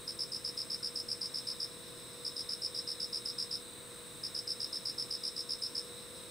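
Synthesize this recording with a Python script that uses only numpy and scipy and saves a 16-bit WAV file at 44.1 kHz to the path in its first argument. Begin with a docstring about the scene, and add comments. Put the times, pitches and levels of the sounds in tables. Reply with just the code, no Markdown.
"""Night crickets at a country platform

Night on an empty country railway platform. A field cricket close by sings three phrases of wing-stroke chirps,
echoed by the ground and the steps. Further off sing more field crickets, a chorus of tree crickets, high-trilling
ground crickets and a thin katydid buzz. Cricket strokes and trills are gliding sine tones; the katydid is pulsed
noise. Wavering sines make the hum of a cooling fan, and filtered noise the faint rush of the night air."""
import sys
import numpy as np
from scipy import signal
from scipy.fft import rfft, irfft
from scipy.io import wavfile
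from scipy.ndimage import uniform_filter1d

SR = 44100
rng = np.random.default_rng(int(sys.argv[2]) if len(sys.argv) > 2 else 0)


def dump(signal):
    """Clip the signal to [-1, 1] and save it as 16-bit WAV at the path in sys.argv[1]."""
    limited = np.clip(np.atleast_2d(signal).T, -1, 1)
    pcm = np.round(limited * 32767).astype(np.int16)
    wavfile.write(sys.argv[1], SR, pcm)


N = 277830  # length in samples
T = np.arange(N) / SR  # time in seconds
FREQS = np.fft.rfftfreq(N, 1 / SR)  # spectrum frequencies in Hz
LEFT_RIGHT = np.array([[1], [-1]])  # a side signal has opposite signs left and right


def undb(db):
    """Turn decibels into gain."""
    return 10 ** (np.asarray(db) / 20)


def level(x, db):
    """Set the rms level (average strength) in dB."""
    return x * undb(db) / np.sqrt(np.mean(x ** 2))


def curve(rows):
    """Join (seconds, value) rows by straight lines."""
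    return np.interp(T, *np.transpose(rows))


def colour(x, points):
    """Filter by a (Hz, dB) spectrum, joined along a logarithmic pitch scale."""
    hz, db = np.transpose(points)
    gain = undb(np.interp(np.log(FREQS + 1), np.log(hz), db))
    return irfft(rfft(x) * gain, N)


def walk(rate):
    """Smooth random drift with an rms size of 1, heading for about `rate` new values per second."""
    size = int(SR / rate)
    steps = np.repeat(rng.standard_normal(N // size + 2), size)
    smooth = uniform_filter1d(steps, size)
    return level(smooth[rng.integers(size):][:N], 0)


def pan(x, db):
    """Place a sound by its left minus right level in dB."""
    return x * undb(np.array([[db], [-db]]) / 2)


def add(out, s, sound):
    """Mix a sound in at a time in seconds."""
    start = int(np.clip(s * SR, 0, N))
    out[start:start + len(sound)] += sound[:N - start]


def scatter(x, t60, side_db):
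    """Dense reflections from grass, walls and roof, in stereo, fading by 60 dB in t60 seconds."""
    t = T[:SR // 2]
    envelope = undb(-60 * t / t60) * (1 - np.exp(-t / 0.0018))
    mid, side = rng.standard_normal((2, len(t))) * envelope
    response = mid + undb(side_db) * side * LEFT_RIGHT
    response = response / np.sqrt(np.sum(response ** 2) / 2)
    return signal.fftconvolve(x[None], response, axes=1)[:, :N]


def chorus(band, pulse_hz, duty, glide, jitter, spread_db, crowd_db, count):
    """Many trilling insects, each with its own pitch, wing rate and place; every pulse falls in pitch."""
    hz, db = np.transpose(band)
    # more singers take the pitches where the band is strong
    census = np.cumsum(undb(np.interp(FREQS, hz, db, left=-400, right=-400) / 2))
    pitches = np.interp((np.arange(count) + .5) / count, census / census[-1], FREQS)
    song = np.zeros((2, N))
    for k, pitch in enumerate(pitches):
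        rate = pulse_hz * rng.uniform(.65, 1.35) * (1 + .05 * walk(12))
        wing_cycle = (np.cumsum(rate) / SR + rng.random()) % 1
        closure = np.minimum(wing_cycle / duty, 1)  # silent for the rest of each cycle
        tone_hz = pitch * (1 + glide * (.5 - closure) + jitter * walk(260))
        trill = np.sin(np.pi * closure) * np.sin(2 * np.pi * np.cumsum(tone_hz) / SR)
        song += pan(trill, (-1) ** k * spread_db * rng.uniform(0.82, 2.1))
    # the countless farther singers merge into a smooth sizzle
    crowd = level(colour(rng.standard_normal(N), band), crowd_db)
    return level(level(colour(song, band), 0) + crowd, 0)


# Pitch spread of the tree crickets. Each row: pitch in Hz, relative strength in dB.
TREE_BAND = [(3100, -34), (3400, -13), (3600, -4), (3850, -0.5), (4100, -4), (4260, -14), (4600, -32)]
# Slow swell of the tree crickets. Each row: time in seconds, level in dB before a small random sway.
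TREE_SWELL = [(0, -58), (1.5, -56.5), (2.1, -54.5), (3.9, -56.5), (6.3, -54)]


def tree_crickets(sway_db=1.27):
    """Low trills with slow wing pulses, swelling and swaying in level."""
    trills = chorus(TREE_BAND, pulse_hz=43.93, duty=.85, glide=.025, jitter=.013,
                    spread_db=6.0, crowd_db=-5.5, count=16)
    return trills * undb(curve(TREE_SWELL) + sway_db * walk(9))


# Pitch spread of the ground crickets. Each row: pitch in Hz, relative strength in dB.
GROUND_BAND = [(6700, -32), (7500, -15), (7900, -5), (8250, -3), (8650, 0), (8880, -8), (9150, -15),
               (10000, -17), (10600, -36)]


def ground_crickets(db=-54.0, sway_db=0.4):
    """Higher trills from faster wing pulses with clear gaps between closures."""
    trills = chorus(GROUND_BAND, pulse_hz=115.1, duty=0.44, glide=.035, jitter=.014,
                    spread_db=2.0, crowd_db=0.5, count=16)
    return trills * undb(db + sway_db * walk(18))


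# Pitch spread of the thinnest trillers. Each row: pitch in Hz, relative strength in dB.
THIN_BAND = [(9500, -20), (10200, -4.5), (10450, 0.5), (10800, -3), (11200, -15), (11800, -34.5)]


def thin_trillers(db=-66.0):
    """A few very high, faint trills made by the same wing pulsing."""
    trills = chorus(THIN_BAND, pulse_hz=68.9, duty=0.57, glide=.015, jitter=0.011,
                    spread_db=4, crowd_db=-4, count=6)
    return trills * undb(db)


# Colour of the katydid's rasp. Each row: frequency in Hz, relative strength in dB.
KATYDID_BAND = [(12500, -36), (14000, -7), (14800, 5), (15400, 7), (16000, -9)]


def katydid(buzz_hz=188, db=-66):
    """A very high rasp of noise, pulsing with each fast wing beat."""
    beat = np.sin(2 * np.pi * np.cumsum(buzz_hz * (1 + .002 * walk(1.5))) / SR)
    # noise shared by both ears, plus some separate noise for each
    rasp = rng.standard_normal(N) + 0.83 * rng.standard_normal((2, N))
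    pulsed = rasp * (1 + beat / 2 / np.sqrt(2))
    return level(colour(pulsed, KATYDID_BAND), db)


# Fan and motor tones. Each row: average pitch in Hz, typical rms level in dB.
HUM = [(121, -71), (335, -68), (400.5, -73), (482.4, -59), (526.2, -67), (633, -73), (669, -75),
       (1002, -76), (1036, -82.5), (1090, -84)]


def fan(waver_db=1.58, drift=0.00202):
    """Steady motor and blade tones whose pitch and level waver slightly."""
    out = np.zeros((2, N))
    for hz, db in HUM:
        phase = 2 * np.pi * np.cumsum(hz * (1 + drift * walk(9))) / SR
        tone = np.sqrt(2) * np.sin(phase)
        out += pan(tone * undb(db + waver_db * walk(7)), .8)
    return out


# Colour of the rush. Each row: frequency in Hz, relative strength in dB per Hz.
AIR = [(20, -14.5), (55, -4.5), (125, 0.5), (230, 0.5), (440, -2), (600, -8), (800, -12), (1050, -5.5),
       (1600, -8.5), (3000, -12.5), (4600, -12.5), (6500, -18), (12500, -18.5), (16000, -24.5)]
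# Width of the rush. Each row: frequency in Hz, side (left-right difference) relative to middle in dB.
AIR_SIDE = [(30, 10.5), (70, -6), (140, -2.5), (350, -5.5), (800, -9.5), (1300, -5), (3000, -5),
            (7000, -10), (14000, -5.5)]


def air(db=-53.0, flutter_db=0.2):
    """Wide, soft rush of the fan and the distant town, made of filtered noise."""
    mid, side = rng.standard_normal((2, N))
    rush = mid + colour(side, AIR_SIDE) * LEFT_RIGHT
    return level(colour(rush, AIR), db) * undb(flutter_db * walk(5.4))


STROKE_S, STROKE_GAP_S = .0092, .01345  # usual wing closure length, time from one closure to the next
WING_HZ, WING_WIDTH_HZ = 5152, 264  # near cricket's wing resonance and its width


def stroke(shape, pitch, octave_db=-19, third_db=-39, rasp=0.098, direct=0.02, scrape_db=-38):
    """The scraper slows along the file, so the tone falls through the wing's resonance; uneven teeth roughen it."""
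    duration = SR * STROKE_S * (1 + 0.045 * rng.standard_normal())
    u = np.arange(int(1.5 * SR * STROKE_S)) / duration  # share of the stroke done
    share, hz, size = np.transpose(shape)
    teeth = level(uniform_filter1d(rng.standard_normal((2, len(u))), size=24), 0)
    speed = pitch * (1 + 0.0054 * rng.standard_normal())
    phase = 2 * np.pi * np.cumsum(speed * np.interp(u, share, hz)) / SR + rasp * teeth[0]
    swing = np.interp(u, share, size, right=0).clip(0) * (1 + rasp * teeth[1])
    drive = swing * np.sin(phase)
    # the wing keeps ringing and beats against the sinking tooth rate
    wing = signal.lfilter(*signal.iirpeak(WING_HZ * pitch, WING_HZ / WING_WIDTH_HZ, fs=SR), drive)
    octave = undb(octave_db) * np.sin(2 * phase)
    third = undb(third_db) * np.sin(3 * phase)
    overtones = swing * np.sin(np.pi * u) * (octave + third)
    noise = signal.lfilter(*signal.iirpeak(6000, 5, fs=SR), rng.standard_normal(len(u)))
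    scrape = level(noise, scrape_db + 2 * rng.standard_normal())
    return wing + direct * drive + overtones + swing * scrape


# One wing closure.
# Each row: share of the stroke from 0 to 1, pitch in Hz at pitch factor 1, relative swing from 0 to 1.
STROKE = [(0, 5550, 0.29), (.25, 5480, 0.38), (.45, 5360, 0.57), (.6, 5223, 0.79), (.75, 4820, 0.59),
          (.9, 4756, 1), (1, 4330, 0.02)]
# The flatter, softer first closure of a chirp. Each row: the same three columns.
FIRST_STROKE = [(0, 5435, 0.32), (.25, 5390, 0.24), (.45, 5240, 0.51), (.6, 4980, 0.52), (.75, 4920, 0.8),
                (.9, 4670, 0.7), (1, 4549, 0.3)]


def chirp(strokes, pitch, swell_db=0.18):
    """A quick run of wing closures, with a slight swell and random differences in strength and timing."""
    out = np.zeros(int((strokes + 1) * STROKE_GAP_S * SR))
    for k in range(strokes):
        size, late = rng.standard_normal(2)
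        sound = stroke(STROKE if k else FIRST_STROKE, pitch)
        add(out, k * STROKE_GAP_S + 0.00018 * late, sound * undb(swell_db * k + 1.6 * size))
    return level(out, 0)


# Phrases of distant field crickets.
# Each row: start in seconds, end in seconds, time between chirp starts in seconds,
# wing resonance in Hz, chirp level in dB before distance is added.
FAR_PHRASES = [(.04, 2.3, 0.15, 5330, -64), (1.3, 3.1, .131, 5310, -63), (3.9, 5.4, 0.16, 5330, -67),
               (4.49, 6.3, 0.15, 5360, -63), (5, 6.3, .16, 5230, -66)]


def far_crickets(count=4, direct=0.77, wet=1.0):
    """The same song from further off, each singer at its own pace and blurred by distance."""
    song = np.zeros(N)
    for start, end, period, hz, db in FAR_PHRASES:
        for s in np.arange(start, end, period):
            add(song, s, undb(db) * chirp(count, hz / WING_HZ))
    return direct * song + wet * scatter(song, t60=1.0, side_db=-4)


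STROKES, OPENING_STROKES = 4, 3  # wing strokes in a usual chirp and in the one that opens a phrase
CHIRP_DB, OPENING_DB, CHIRP_SCATTER_DB = -40, -.9, 0.58  # usual level, change for the opener, spread
TIRING_POWER = 5  # a high power keeps most of the slowing for the end


def phrase(start, chirps, rest, drag):
    """Yield (s, strokes, dB) per chirp: a short, soft opener, then an even beat that drags as the singer tires."""
    s = start
    for k in range(chirps):
        strokes, db = (STROKES, CHIRP_DB) if k else (OPENING_STROKES, CHIRP_DB + OPENING_DB)
        yield s, strokes, db + CHIRP_SCATTER_DB * rng.standard_normal()
        s += strokes * STROKE_GAP_S + rest + drag * (k / (chirps - 1)) ** TIRING_POWER


# Phrases of the near cricket.
# Each row: start in seconds, number of chirps, rest between chirps in seconds,
# lengthening of the rest by the end in seconds.
NEAR_PHRASES = [(.0738, 13, .07395, .0035), (2.2469, 11, .0737, 0), (4.2319, 13, .07292, .006)]
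# Reflections from the ground, railings and steps.
# Each row: delay in seconds, level in dB relative to the song, left minus right level in dB.
ECHOES = [(.004651, -19, 0), (.004901, -7.5, -.8), (.007119, -16, 1), (.011032, -19.5, -1),
          (.015147, -15, -1), (.021042, -16, 1)]
# Colour of the scattered tail. Each row: frequency in Hz, gain in dB before the tail is turned down.
TAIL_COLOUR = [(4800, -1), (5100, 3.5), (5400, 10.5), (6000, 20), (10000, 5)]
NEAR_PAN_DB = -.5  # left minus right level


def near_cricket(tail_db=-14):
    """The close singer, with its distinct delayed echoes and a short, brighter tail."""
    song = np.zeros(N)
    for row in NEAR_PHRASES:
        for s, strokes, db in phrase(*row):
            add(song, s, undb(db) * chirp(strokes, 1))
    # turning the phase of the spectrum delays each echo exactly
    paths = sum(pan(np.exp(-2j * np.pi * FREQS * delay), side) * undb(db) for delay, db, side in ECHOES)
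    echoes = irfft(rfft(song) * paths, N)
    tail = scatter(colour(song, TAIL_COLOUR), t60=0.2, side_db=-8.5)
    return pan(song, NEAR_PAN_DB) + echoes + undb(tail_db) * tail


def scene():
    """All singers over the hum and the air."""
    choruses = tree_crickets() + ground_crickets() + thin_trillers() + katydid()
    background = fan() + air()
    return choruses + background + far_crickets() + near_cricket()


TOP_HZ = 15750  # upper limit of the treble


def record(dry):
    """Cut the top steeply with a smooth low-pass curve."""
    return irfft(rfft(dry) / np.sqrt(1 + (FREQS / TOP_HZ) ** 1400), N)


dry = scene()
out = record(dry)
dump(out)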